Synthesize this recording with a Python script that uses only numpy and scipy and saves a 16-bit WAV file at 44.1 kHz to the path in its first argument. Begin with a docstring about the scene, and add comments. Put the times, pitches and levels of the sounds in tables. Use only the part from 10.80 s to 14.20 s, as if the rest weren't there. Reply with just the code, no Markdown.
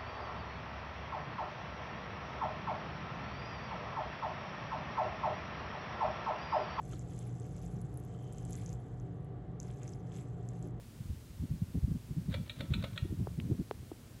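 """The switch of a ceiling fan is pulled three times by its bead chain, heard from just below in a bedroom.
Each time the beads tick, the switch clacks down, and its spring snaps it back, ringing the motor housing.
All along the blades rush, the motor hums and the downward draught buffets the microphone.
Afterwards a hand makes a few small knocks on the camera, and the pendant on the chain ticks once."""
import sys
import numpy as np
from scipy import signal
from scipy.fft import rfft, irfft, next_fast_len
from scipy.io import wavfile
from scipy.ndimage import map_coordinates

SR = 44100
rng = np.random.default_rng(int(sys.argv[2]) if len(sys.argv) > 2 else 0)


def to_wav(sig):
    """Store sig (one row per channel, or 1-D mono) as 16-bit WAV at the path in sys.argv[1].

    Samples outside -1..1 are clipped; the rate is SR.
    """
    pcm = np.clip(np.atleast_2d(sig), -1, 1) * 32767
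    pcm = np.round(pcm).astype(np.int16)
    wavfile.write(sys.argv[1], SR, pcm.T)  # frames by channels


N = 149940

# The tone of metal contact, shared by the beads and the pulls. Each row: frequency in Hz, level in dB.
CONTACT_TONE = [(250, -25), (560, 14.5), (750, -1), (1450, 6), (2000, 3.5), (2900, -1), (3600, 7),
                (4400, -2), (5100, -15.5), (8000, -18.5), (15000, -25)]


def amp(db):
    """Turn decibels into a number to multiply by."""
    return 10 ** (np.asarray(db) / 20)


def unit(x):
    """Scale a sound to an average power of 1."""
    return x / np.sqrt(np.mean(x ** 2) + 1e-20)


def along(points, hz):
    """Read between (Hz, value) points, with frequency on a log scale."""
    f, values = np.transpose(points)
    return np.interp(np.log(hz + 1), np.log(f + 1), values)


def filtered(x, response):
    """Multiply each frequency f in a sound by response(f)."""
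    size = next_fast_len(len(x) + SR // 4)
    return irfft(rfft(x, size) * response(np.fft.rfftfreq(size, 1 / SR)), size)[:len(x)]


def coloured(x, points):
    """Give a sound the tone drawn by (Hz, dB) points, using a filter of energy 1."""
    size = 2048
    cepstrum = irfft(np.log(amp(along(points, np.fft.rfftfreq(size, 1 / SR)))))
    cepstrum[1:size // 2] *= 2  # folding makes the filter ring only after a hit, never before
    cepstrum[size // 2 + 1:] = 0
    ring = irfft(np.exp(rfft(cepstrum)))
    return signal.fftconvolve(x, ring / np.linalg.norm(ring))[:len(x)]


def fade(t, t60):
    """Die away by 60 dB in t60 seconds, the fade time."""
    return np.exp(-np.log(1000) * t / max(t60, 1 / SR))


def wobble(rate):
    """A smooth curve through `rate` random values a second."""
    return map_coordinates(rng.standard_normal(256), [np.arange(N) * rate / SR], mode="wrap")


def add(track, start_s, x):
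    """Mix a sound into the track at its start time."""
    i = max(round(start_s * SR), 0)
    track[i:i + len(x)] += x[:len(track) - i]


def bedroom(x, echo_db=-11.5, fade_s=0.39):
    """A furnished room adds a short, soft tail of echoes."""
    t = np.arange(SR // 2) / SR
    tail = rng.standard_normal(len(t)) * fade(t, fade_s) * (1 - np.exp(-t / 0.0058))
    return x + amp(echo_db) * signal.fftconvolve(x, tail / np.linalg.norm(tail))[:len(x)]


def microphone_hiss(level_db=-65):
    """The microphone adds a faint, steady hiss."""
    # Its tone. Each row: frequency in Hz, level in dB.
    tone = [(300, -5.5), (4000, 0), (9000, -2), (15500, -6)]
    return amp(level_db) * unit(filtered(rng.standard_normal(N), lambda f: amp(along(tone, f))))


def blade_rush():
    """The blades stir the air into a low rush."""
    # The tone of the air. Each row: frequency in Hz, level in dB.
    tone = [(20, -26), (45, 2.5), (100, 7.5), (170, -1.5), (250, -3.5), (400, -10.5), (700, -18),
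            (1300, -23), (2800, -27.5), (6000, -35.5)]
    # A slight swell as the camera comes near. Each row: time in seconds, level in dB.
    swell = [(0, -52.5), (1.05, -52.5), (2.2, -51.5), (3.4, -52.5)]
    air = unit(filtered(rng.standard_normal(N), lambda f: amp(along(tone, f))))
    return amp(np.interp(np.arange(N) / SR, *np.transpose(swell))) * air


def motor_hum():
    """The motor hums, wavering a little in level and pitch."""
    # The notes in the hum. Each row: pitch in Hz, level in dB.
    notes = [(118.5, -57.5), (240, -62.5), (360, -84)]
    t = np.arange(N) / SR
    return sum(amp(db + 0.86 * wobble(5.83)) * np.sin(2 * np.pi * hz * t + .5 * wobble(5.06))
               for hz, db in notes)


def downdraught(bass_cut_hz=61, steepness=4.5, small_swirls_db=-47.5):
    """Swirling air hits the microphone in low puffs; faster swirls reach higher frequencies."""
    # The puffs. 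Each row: middle in seconds, length in seconds, level in dB, upper edge in Hz.
    puffs = [(0.214, 0.019, -38.5, 167), (0.261, 0.013, -41, 186), (.303, 0.018, -32.5, 120),
             (0.348, 0.053, -44, 136), (.51, 0.017, -44, 153), (.595, 0.029, -37.5, 104),
             (0.637, 0.03, -34, 186), (.712, 0.016, -31, 148), (.742, 0.036, -36, 164),
             (0.825, 0.016, -28, 160), (0.894, 0.023, -44, 168), (0.954, 0.011, -30, 262),
             (.976, 0.014, -28.5, 173), (1.042, 0.016, -24, 129), (1.086, .02, -34, 182),
             (1.119, 0.013, -28, 185), (1.157, 0.018, -33, 194), (1.314, 0.023, -35.5, 187),
             (1.378, 0.021, -31.5, 198), (1.412, .03, -40, 178), (1.497, 0.038, -32, 192),
             (1.551, 0.027, -46, 150), (1.593, 0.058, -36.5, 165), (1.789, 0.033, -45.5, 141),
             (1.825, 0.046, -39.5, 203), (1.91, 0.024, -28, 146), (1.974, 0.058, -34, 195),
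             (2.043, 0.057, -40.5, 198), (2.147, 0.11, -43.5, 152), (2.233, 0.023, -31.5, 153),
             (2.257, 0.0092, -34.5, 260), (2.32, 0.034, -35, 223), (2.378, 0.047, -53, 220),
             (2.409, .045, -32, 219), (2.5, 0.17, -43, 167), (2.588, 0.012, -31, 237),
             (2.656, 0.075, -37.5, 236), (2.717, 0.025, -28, 282), (2.741, .03, -39, 300),
             (2.805, 0.022, -31.5, 247), (3.0, 0.041, -46, 170), (3.032, 0.012, -44.5, 273)]
    out, t = np.zeros(N), np.arange(-SR // 6, SR // 6) / SR
    for middle_s, length_s, db, edge_hz in puffs:
        swell = np.exp(-2 * (t / length_s) ** 2)
        rumble = lambda f: 1 / np.hypot(1, (f / edge_hz) ** steepness)
        small_swirls = lambda f: amp(small_swirls_db) / np.hypot(1, (f / edge_hz / 2.61) ** 3)
        bass_cut = lambda f: 1 / np.hypot(1, (bass_cut_hz / (f + 1)) ** 3)
        gust = swell * rng.standard_normal(len(t))
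        puff = filtered(gust, lambda f: (rumble(f) + small_swirls(f)) * bass_cut(f))
        add(out, middle_s + t[0], amp(db) * puff * np.linalg.norm(swell) / np.linalg.norm(puff))
    return out


def hand_knocks():
    """Dry knocks travel through the camera body; softer ones have less treble."""
    # The knocks. Each row: start in seconds, level in dB, thud pitch in Hz, upper edge in Hz.
    knocks = [(2.4714, -14, 405, 1440), (2.9114, -9, 423, 4220), (3.1157, -18.5, 336, 920),
              (3.118, -19.5, 305, 500)]
    # The tone of the body. Each row: multiple of the thud pitch, level in dB.
    body_tone = [(.3, -34), (.7, -3), (1, 9), (1.3, 2), (2, 0), (3, -7.5), (5, -17), (10, -23.5), (16, -28)]
    out, push = np.zeros(N), (np.arange(SR // 10) == 0) * 1.0
    hz = np.geomspace(20, SR / 2, 200)
    for start_s, db, thud_hz, edge_hz in knocks:
        body_db = along(np.array(body_tone) * [thud_hz, 1], hz)
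        treble_loss_db = 10 * np.log10(1 + (hz / edge_hz) ** 6)
        tone = np.column_stack([hz, np.maximum(body_db - treble_loss_db, -70)])
        add(out, start_s, amp(db) * coloured(push, tone))
    return out


def pendant():
    """The pendant on the chain gives one small tick that dies at once."""
    # The tick. Each row: start in seconds, level before filtering in dB, pitch in Hz, fade in seconds.
    ticks = [(2.6008, -26.5, 2700, 0.0023)]
    out, t = np.zeros(N), np.arange(SR // 20) / SR
    for start_s, db, hz, fade_s in ticks:
        add(out, start_s, amp(db) * fade(t, fade_s) * np.sin(2 * np.pi * hz * t))
    return filtered(out, lambda f: f / np.hypot(f, 1500) / np.hypot(1, (f / 3900) ** 12))


def bead_chain(beads_per_s=450, bead_fade_s=.03):
    """Beads tick unevenly over the rim of their hole while the chain moves."""
    # The slides of the chain. Each row: start in seconds, end in seconds, level in dB.
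    slides = [(1.495, 1.572, -58.5), (1.656, 1.684, -61.5), (1.758, 1.815, -54.5), (1.838, 1.87, -65.5),
              (1.902, 1.945, -57), (1.988, 2.037, -59), (2.106, 2.14, -64), (2.157, 2.18, -57)]
    t = np.arange(N) / SR
    ticks = (rng.random(N) < beads_per_s / SR) * 1.0
    rattle = signal.fftconvolve(ticks, fade(t[:SR // 20], bead_fade_s))[:N] * rng.standard_normal(N)
    moving = sum(amp(db) * np.clip(np.minimum(t - start, end - t) / .004, 0, 1)
                 for start, end, db in slides)
    return coloured(unit(rattle) * moving, CONTACT_TONE)


def clack(rise_ms, scrape_s, tone, notes, snap_db, snap_s=0.0079, ring_db=-4.5):
    """One hit inside the switch: a snap, a short scrape and the ring of the housing."""
    t = np.arange(SR // 2) / SR
    contact = rng.standard_normal(len(t)) * (fade(t, scrape_s) + amp(snap_db) * fade(t, snap_s))
    ring = np.zeros(len(t))
    for hz, db, fade_s in notes:
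        strength = amp(db + rng.normal(0, 3.9))  # no two hits ring quite alike
        pitch_hz = hz * rng.normal(1, 0.0019)
        ring += strength * fade(t, fade_s) * np.sin(2 * np.pi * (pitch_hz * t + rng.random()))
    rise = 1 - np.exp(-t * 1000 / max(rise_ms, .1))
    return rise * (coloured(contact, tone) + amp(ring_db) * ring)


def switch():
    """The toothed wheel clacks over on each pull, and its spring snaps it back on release."""
    # The hits. Each row: start in seconds, gain in dB, rise in milliseconds, scrape fade in seconds.
    pulls = [(1.502, -55, 3.4, 0.015), (1.54, -32.5, 3.3, .04), (1.8063, -35, 1.8, 0.025),
             (2.0252, -42, 1, 0.028), (2.0385, -35, 2.4, 0.05)]
    releases = [(1.6956, -37, 1.3, 0.048), (1.9365, -33.5, 1.5, 0.047), (2.1767, -35, 0.52, 0.03)]
    # The tone of the snap back. Each row: frequency in Hz, level in dB.
    release_tone = [(300, -33), (900, -29), (1400, 5), (1950, -12), (2400, 8.5), (2950, 0), (3650, 10.5),
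                    (4200, -1), (5000, -33), (8000, -14.5), (15000, -60)]
    # The ringing notes of the motor housing.
    # Each row: pitch in Hz, gain on a pull in dB, gain on a release in dB, fade in seconds.
    housing = [(546, -5, -21, 0.074), (599, -7.5, -16, 0.089), (929, -21, -20, 0.24),
               (1328, -20, -17.5, 0.19), (1490, -25, -30, 0.33), (1870, -18.5, -10.5, 0.083),
               (2345, -10.5, -14, 0.11), (2660, -31, -26, .25), (2835, -28, -23, 0.35),
               (3390, -22, -38, 0.21), (3600, -16, -28, 0.064), (4160, -30, -25, 0.097),
               (4045, -11.5, -6, 0.084), (4250, -15, -14, 0.091)]
    pull_notes = [(hz, db, fade_s) for hz, db, _, fade_s in housing]
    release_notes = [(hz, db, fade_s) for hz, _, db, fade_s in housing]
    out = np.zeros(N)
    for start_s, db, rise_ms, scrape_s in pulls:
        hit = clack(rise_ms, scrape_s, CONTACT_TONE, pull_notes, snap_db=1)
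        add(out, start_s, bedroom(amp(db) * hit))
    for start_s, db, rise_ms, scrape_s in releases:
        hit = clack(rise_ms, scrape_s, release_tone, release_notes, snap_db=0.5)
        add(out, start_s, bedroom(amp(db) * hit))
    return out


def scene():
    """Mix everything into one channel; only the switch and chain echo in the room."""
    background = blade_rush() + microphone_hiss() + motor_hum()
    return (background + switch() + bedroom(bead_chain()) + pendant() + downdraught() + hand_knocks())[None]


def record(dry, top_hz=15800):
    """The camera cuts off the very highest treble."""
    return np.array([filtered(channel, lambda f: f < top_hz) for channel in dry])


dry = scene()
out = record(dry)
to_wav(out)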